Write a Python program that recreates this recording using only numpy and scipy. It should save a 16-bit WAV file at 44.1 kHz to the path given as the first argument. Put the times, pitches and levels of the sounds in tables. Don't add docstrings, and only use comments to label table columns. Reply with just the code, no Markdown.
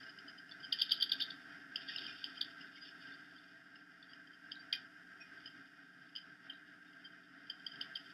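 import sys
import numpy as np
from scipy import signal
from scipy.fft import rfft, irfft, next_fast_len
from scipy.io import wavfile
from scipy.ndimage import uniform_filter1d

SR = 44100
rng = np.random.default_rng(int(sys.argv[2]) if len(sys.argv) > 2 else 0)


def master(y):
    cut = np.clip(np.atleast_2d(y).T, -1, 1)
    pcm = np.round(cut * 32767)
    wavfile.write(sys.argv[1], SR, pcm.astype(np.int16))


def field_ratio(decibels):
    return 10 ** (np.asarray(decibels, dtype=float) / 20)


N = 358533

# (time of peak [s], level [dB rms], pitch [Hz], rise [ms], fall [ms])
CHIRPS = [
    (0.7279, -27, 3140, 4.2, 2.9),
    (0.8203, -22.5, 3135, 4.5, 1.6),
    (0.9214, -22.5, 3085, 5.2, 1),
    (1.0276, -24.5, 3316, 4.8, 2.7),
    (1.1202, -23, 3535, 1.6, 2.97),
    (1.2228, -30, 3533, 4.5, 5),
    (1.3079, -40, 3476, 3.8, 3.1),
    (2.4154, -27, 3310, 3.9, 0.57),
    (7.811, -46, 3520, 1.9, 2.0),
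    (7.955, -47.5, 3500, 2.3, 1.8),
]
CHIRP_TOP_HZ, SLIDE_SHARE = 3990, 0.556

# (time of peak [s], level [dB rms], pitch [Hz], glide [Hz/ms], length [ms])
CHEEPS = [(0.6463, -49, 3124, -13, 24), (2.615, -53, 2895, 17, 18), (2.757, -55, 3080, 29, 10),
          (1.2251, -33, 3346, -38, 3.7), (1.7596, -26, 2990, 18, 1.85), (1.9627, -33, 2930, -12, 3.1),
          (1.9852, -40, 3200, -16, 4.3), (2.02, -36.5, 3000, 13, 2.16), (2.2428, -26, 3130, -71, 1.57),
          (4.0299, -52.5, 3500, 13, 6.1), (4.5199, -34, 3140, 19, 2.13), (4.7286, -24, 3207, -66, 3.2),
          (4.729, -35.5, 3680, -32, 3.7), (4.734, -39, 2420, -3, 5.8), (4.752, -40, 3150, 5, 3.9),
          (6.1626, -36, 3040, -35, 3.1), (6.171, -41.5, 3015, -12, 4.6), (6.5013, -38, 3125, -3.5, 7),
          (7.5008, -37, 3150, 9, 4.6), (7.6671, -34, 3190, 38, 4.7), (7.814, -32.5, 3150, -28, 4.5),
          (7.815, -37.5, 2974, -17, 4), (7.958, -35.5, 3150, -4, 5.5), (7.9715, -40.5, 2865, -96, 3.8)]
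CHEEP_RISE_SHARE = 0.47

BLIP_DELAY_MS, BLIP_DB, BLIP_HZ, BLIP_RISE_MS, BLIP_FALL_MS = 19, -25.5, 3200, 2.9, 4.3

# (time of peak [s], level [dB rms], pitch [Hz], length [ms])
STUTTERS = [(0.7891, -40, 3200, 7.1), (0.7984, -41.5, 3320, 11), (0.8044, -44, 3210, 7),
            (0.897, -38.5, 3590, 9), (0.9098, -37, 3230, 3.7), (0.9725, -46.5, 3150, 11),
            (1.002, -39.5, 3230, 5.1), (1.0098, -35.5, 3280, 6.7), (1.0964, -45.5, 3350, 15),
            (1.1995, -42, 3380, 4), (1.204, -36.5, 3240, 7), (1.213, -33.5, 3620, 8), (1.234, -50, 3430, 4),
            (1.888, -40.5, 3206, 8), (1.9, -52, 3160, 15.1), (1.982, -44.5, 3765, 7.5),
            (2.001, -53, 3400, 9.4), (2.042, -47, 3130, 19.7), (2.067, -43, 3050, 7.7),
            (2.095, -63, 3700, 8.7), (2.2639, -46, 3050, 7.6), (1.979, -53, 3850, 6),
            (0.945, -47, 3750, 19), (0.86, -52, 3700, 16), (1.06, -57, 3700, 16), (2.377, -50.5, 3090, 24),
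            (2.4458, -51, 3560, 7.3)]
# (time of peak [s], level [dB
# rms], pitch [Hz], length [ms])
SOFT_PEEPS = [(0.023, -64, 2970, 14), (0.0334, -51.5, 3010, 4.2), (0.065, -63, 2870, 15),
              (0.0941, -54, 3000, 7.4), (0.1885, -52.5, 2980, 5.9), (0.2835, -51.5, 3040, 13),
              (0.3, -58, 3020, 8.3), (0.385, -56.5, 3070, 20), (0.494, -57, 2920, 2.8),
              (0.514, -53, 3500, 6.8), (0.5216, -48.5, 3500, 6.4), (0.604, -54, 2990, 7.3),
              (0.632, -51, 3200, 8), (3.02, -66, 3420, 14), (3.125, -61, 3550, 21),
              (2.8258, -60, 3103, 13.5), (2.8908, -56, 2890, 4.8), (3.3653, -62, 3190, 13),
              (3.385, -64, 3500, 16), (3.7596, -59, 2830, 10), (3.9184, -57.5, 2880, 2.8),
              (4.104, -65, 3290, 53), (4.516, -52, 3640, 4.3), (4.1348, -54.5, 3030, 4.3),
              (4.2741, -60, 3120, 5.3), (4.3362, -64.5, 3115, 18), (4.5568, -54, 3810, 6.3),
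              (5.46, -46.5, 3020, 8.5), (5.477, -50, 3100, 8), (6.154, -44, 3064, 4.7),
           (6.18, -44.5, 3060, 7.8), (6.506, -52, 2842, 11), (6.52, -54, 3180, 8.7),
           (6.536, -58.5, 3780, 6.7), (6.87, -75, 3680, 36), (6.934, -62, 2940, 6.4),
           (7.051, -55, 3153, 25.5), (7.1235, -64.5, 3130, 8.6), (7.47, -62, 3200, 4.6),
           (7.598, -61, 3140, 7.9), (7.7184, -53, 3094, 14.4), (7.7584, -52, 3200, 5.7),
           (7.83, -49, 3450, 8.2), (7.998, -54, 3070, 7.6), (8.0625, -57, 3184, 9)]
# (time of peak [s], level [dB rms], pitch [Hz], length [ms])
SQUEAKS = [
    (0.747, -48.5, 1820, 24),
    (1.893, -45.5, 1874, 11.4),
    (1.92, -51, 1833, 20),
    (2.082, -51, 2495, 13),
    (2.125, -52.5, 2764, 12.4),
    (2.392, -62, 2450, 20),
    (2.776, -58, 2235, 27),
    (4.731, -43.5, 2132, 7),
    (5.2145, -56, 2485, 33),
    (7.842, -67, 2310, 33),
]
# (time of peak [s], level [dB rms], pitch [Hz], length [ms])
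WHISTLES = [
    (2.041, -65, 4900, 30),
    (2.824, -55, 4910, 43),
    (2.886, -59, 5300, 34),
    (3.011, -68, 4640, 29),
    (3.141, -62, 4690, 19),
    (4.601, -58, 4650, 26),
]
SOFT_RISE_SHARE, SAG_HZ = 0.31, 46

BRANCH_T60_S, BRANCH_DB, ECHO_S, ECHO_DB = 0.088, -9.5, 0.029, -29
WOODS_T60_S, WOODS_DB = 0.28, -15

# (time [s], level [dB])
RUSTLE = [(0.0, -58), (0.34, -93), (0.74, -63), (0.86, -54), (1.03, -65.5), (1.15, -53.5), (1.29, -59.5),
          (1.7, -81), (1.81, -56), (1.97, -49), (2.56, -59), (3.28, -65), (3.71, -75.5), (5.18, -84.5),
          (5.41, -64), (5.91, -77.5), (7.4, -71.5), (8.13, -63)]
# (time [s], level [dB])
HUM = [(0.0, -56), (0.52, -57), (0.72, -56), (0.9, -55), (1.25, -54.5), (1.72, -57.5), (2.06, -54),
       (2.76, -57.5), (3.01, -56), (3.78, -61.5), (4.71, -58.5), (5.48, -58), (5.84, -61), (6.97, -59.5),
       (7.36, -61.5), (7.83, -57), (8.13, -56)]
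# (frequency [Hz], level [dB])
MAINS = [(120, -92), (180, -75), (300, -71)]
# (frequency [Hz], density [dB per Hz])
HISS = [(20, -4), (70, 8), (100, -10), (300, -10.5), (5000, -17), (6000, -3.5), (8000, -7.5), (11000, -9.5),
        (14300, -16), (14700, -17), (15200, -16)]
HISS_DB = -25.5

# (centre [Hz], width [Hz], level [dB])
HOUSING = [(146, 43.2, -15), (276.2, 21.6, -5.5), (388.6, 24.3, -13.5), (418, 94, -21.5),
           (667.8, 16.7, -12.5), (751, 54.4, -20), (910, 54, -25), (1115, 23.5, -21.5), (1281.4, 86, -14.5),
           (1377, 57, -7), (1440, 64.6, -7.5), (1582, 39.7, 1), (1728, 25.7, -5), (1867, 46, -8),
           (1975, 65, -15), (2032, 75, -12), (2428, 97, -18), (2453.6, 60, -13.5), (2630, 31, -23),
           (2772, 142, -19.5), (3150, 124, -14.5), (3500, 270, -19.5), (3700, 20, -16), (3716, 160, -28.5),
           (3980, 240, -31.5), (4527, 190, -33), (4664, 212, -17.5), (4980, 97, -16.5), (5223, 65, -18.5),
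           (5520, 145, -25.5)]
RING_UP_MS = 1.5
SAMPLING_HZ = 8000
# (time [s], level [dB])
MIRROR = [
    (0, 2.5),
    (1.5, -0.9),
    (3.6, -0.5),
    (6.47, -1.1),
    (6.497, -19),
    (6.56, -3.5),
    (7.7, -0.5),
    (7.85, -3),
    (8.13, 0),
]
# (low edge [Hz], high edge [Hz], level [dB])
LOBES = [(10740, 11350, -27.5), (12080, 13100, -30)]
OVERDRIVE = 0.83


def loud_calls():
    calls = [(s, db, hz, -SLIDE_SHARE * (CHIRP_TOP_HZ - hz) / rise, rise, fall)
             for s, db, hz, rise, fall in CHIRPS]
    calls += [(s, db, hz, glide, CHEEP_RISE_SHARE * ms, (1 - CHEEP_RISE_SHARE) * ms)
              for s, db, hz, glide, ms in CHEEPS]
    blips = [(s + BLIP_DELAY_MS / 1000, db + BLIP_DB, BLIP_HZ, 0, BLIP_RISE_MS, BLIP_FALL_MS)
               for s, db, *_ in calls]
    return calls + blips


def soft_calls(rows, sag_hz):
    return [(s, db, hz, -sag_hz / ms, SOFT_RISE_SHARE * ms, (1 - SOFT_RISE_SHARE) * ms)
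            for s, db, hz, ms in rows]


def voices(calls, waver_hz=25, rasp=0.36):
    out = np.zeros(N)
    flutter = 0.6 * drift(200) + 0.8 * drift(700)
    waver = drift(150)
    for s, db, hz, glide, rise, fall in calls:
        ms = np.arange(-2 * rise, 4 * fall, 1000 / SR)
        swell = np.exp(-1.15 * (ms / rise) ** 2)
        decay = np.exp(-1.3 * (np.abs(ms) / fall) ** 1.78)
        shape = np.where(ms < 0, swell, decay)
        bent_ms = np.where(ms < 0, ms * (1 - 0.25 * ms / rise), np.minimum(ms, fall * 1.6))
        pitch = hz + np.clip(glide * bent_ms, -1200, max(3950 - hz, 0))
        at = round((s - (2 * rise + RING_UP_MS) / 1000) * SR) + np.arange(len(ms))
        pitch = pitch + waver_hz * waver[np.minimum(at, N - 1)]
        level = field_ratio(db + 1.5) / housing_gain(hz - 150, hz + 150)
        tone = level * shape * np.sin(2 * np.pi * np.cumsum(pitch) / SR)
        hoarse = rasp if db < -36 and rise + fall < 23 else 0.17
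        inside = at < N
        out[at[inside]] += tone[inside] * (1 + hoarse * flutter[at[inside]])
    return out


def branches(calls):
    t = np.arange(SR // 2) / SR
    near = rng.standard_normal(len(t)) * field_ratio(-60 * t / BRANCH_T60_S) * np.minimum(t / 0.01, 1)
    spectrum = rfft(near)
    smooth_power = uniform_filter1d(abs(spectrum) ** 2, size=60)
    near = irfft(spectrum / np.sqrt(smooth_power), len(t))
    near *= field_ratio(BRANCH_DB) / np.sqrt(np.sum(near ** 2))
    far = rng.standard_normal(len(t)) * field_ratio(-60 * t / WOODS_T60_S) * np.minimum(t / 0.013, 1)
    scatter = near + far * field_ratio(WOODS_DB) / np.sqrt(np.sum(far ** 2))
    scatter[round(ECHO_S * SR)] += field_ratio(ECHO_DB)
    answer = signal.fftconvolve(calls, scatter)[:N]
    shimmer = np.exp(1.2j * drift(110))
    return np.real(shimmer * signal.hilbert(answer, next_fast_len(N))[:N])


def rustle():
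    grain = field_ratio(3.5 * drift(17) + 0.68 * drift(110))
    noise = rms_one(grain * band(rng.standard_normal(N), 2410, 3730, order=6))
    return field_ratio(in_time(RUSTLE) - 6.5) * noise / housing_gain(3400, 3470)


def wind_hum():
    noise = rms_one(band(rng.standard_normal(N), 42, 2770))
    gusts_db = 0.59 + 1.46 * drift(5.8)
    return field_ratio(in_time(HUM) + gusts_db) * noise / housing_gain(76, 2600)


def electronics():
    hz = np.fft.rfftfreq(N, 1 / SR)
    points_hz, points_db = np.transpose(HISS)
    colour = field_ratio(np.interp(np.log(hz + 1), np.log(points_hz), points_db))
    hiss = rms_one(irfft(rfft(rng.standard_normal(N)) * colour, N))
    t = np.arange(N) / SR
    mains = sum(field_ratio(db + 1.5 * drift(7.7)) * np.sin(2 * np.pi * line_hz * t) for line_hz, db in MAINS)
    return field_ratio(in_time(HUM) + HISS_DB) * hiss + mains


def housing(hz):
    hz = np.maximum(hz, 1)
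    return sum((-1) ** k * field_ratio(db) / (1 + 1j * (hz - centre ** 2 / hz) / width)
               for k, (centre, width, db) in enumerate(HOUSING))


def housing_gain(low_hz, high_hz):
    return np.sqrt(np.mean(abs(housing(np.linspace(low_hz, high_hz, 60))) ** 2))


def through_housing(x):
    size = next_fast_len(N + SR // 2)
    return irfft(rfft(x, size) * housing(np.fft.rfftfreq(size, 1 / SR)), size)[:N]


def rms_one(x):
    return x / np.sqrt(np.mean(x ** 2) + 1e-20)


def in_time(rows):
    s, value = np.transpose(rows)
    return np.interp(np.arange(N) / SR, s, value)


def band(x, low_hz, high_hz, order=4):
    return signal.sosfilt(signal.butter(order, [low_hz, high_hz], "band", fs=SR, output="sos"), x)


def drift(rate_hz):
    r = np.exp(-2 * np.pi * rate_hz / SR)
    wander = signal.lfilter([1], [1, -2 * r, r * r], rng.standard_normal(N + SR))
    return rms_one(wander[SR:])


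def scene():
    calls = voices(loud_calls() + soft_calls(SOFT_PEEPS, SAG_HZ) + soft_calls(SQUEAKS, sag_hz=30.2))
    calls += voices(soft_calls(STUTTERS, SAG_HZ), waver_hz=110, rasp=0.5)
    return (calls + branches(calls) + rustle() + wind_hum())[None]


def band_limit(x):
    return signal.sosfilt(signal.butter(12, 15050, fs=SR, output="sos"), x)


def record(dry):
    turn = 2 * np.pi * SAMPLING_HZ * np.arange(N) / SR
    mirrored = dry[0] * (1 + 2 * field_ratio(in_time(MIRROR)) * np.cos(turn))
    mirrored += voices(soft_calls(WHISTLES, sag_hz=0))
    playback_filter = signal.butter(10, 5750, fs=SR, output="sos")
    passed = signal.sosfilt(playback_filter, through_housing(mirrored))
    higher = band(passed, 2000, 3900) * 2 * (np.cos(turn) + np.cos(2 * turn))
    swing = np.sqrt(uniform_filter1d(passed ** 2, size=1800, origin=700) + 1e-12)
    higher = higher * (swing / 0.015) ** OVERDRIVE
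    leaked = sum(field_ratio(db) * band(higher, low_hz, high_hz, order=3) for low_hz, high_hz, db in LOBES)
    return band_limit((passed + leaked + electronics())[None])


dry = scene()
out = record(dry)
master(out)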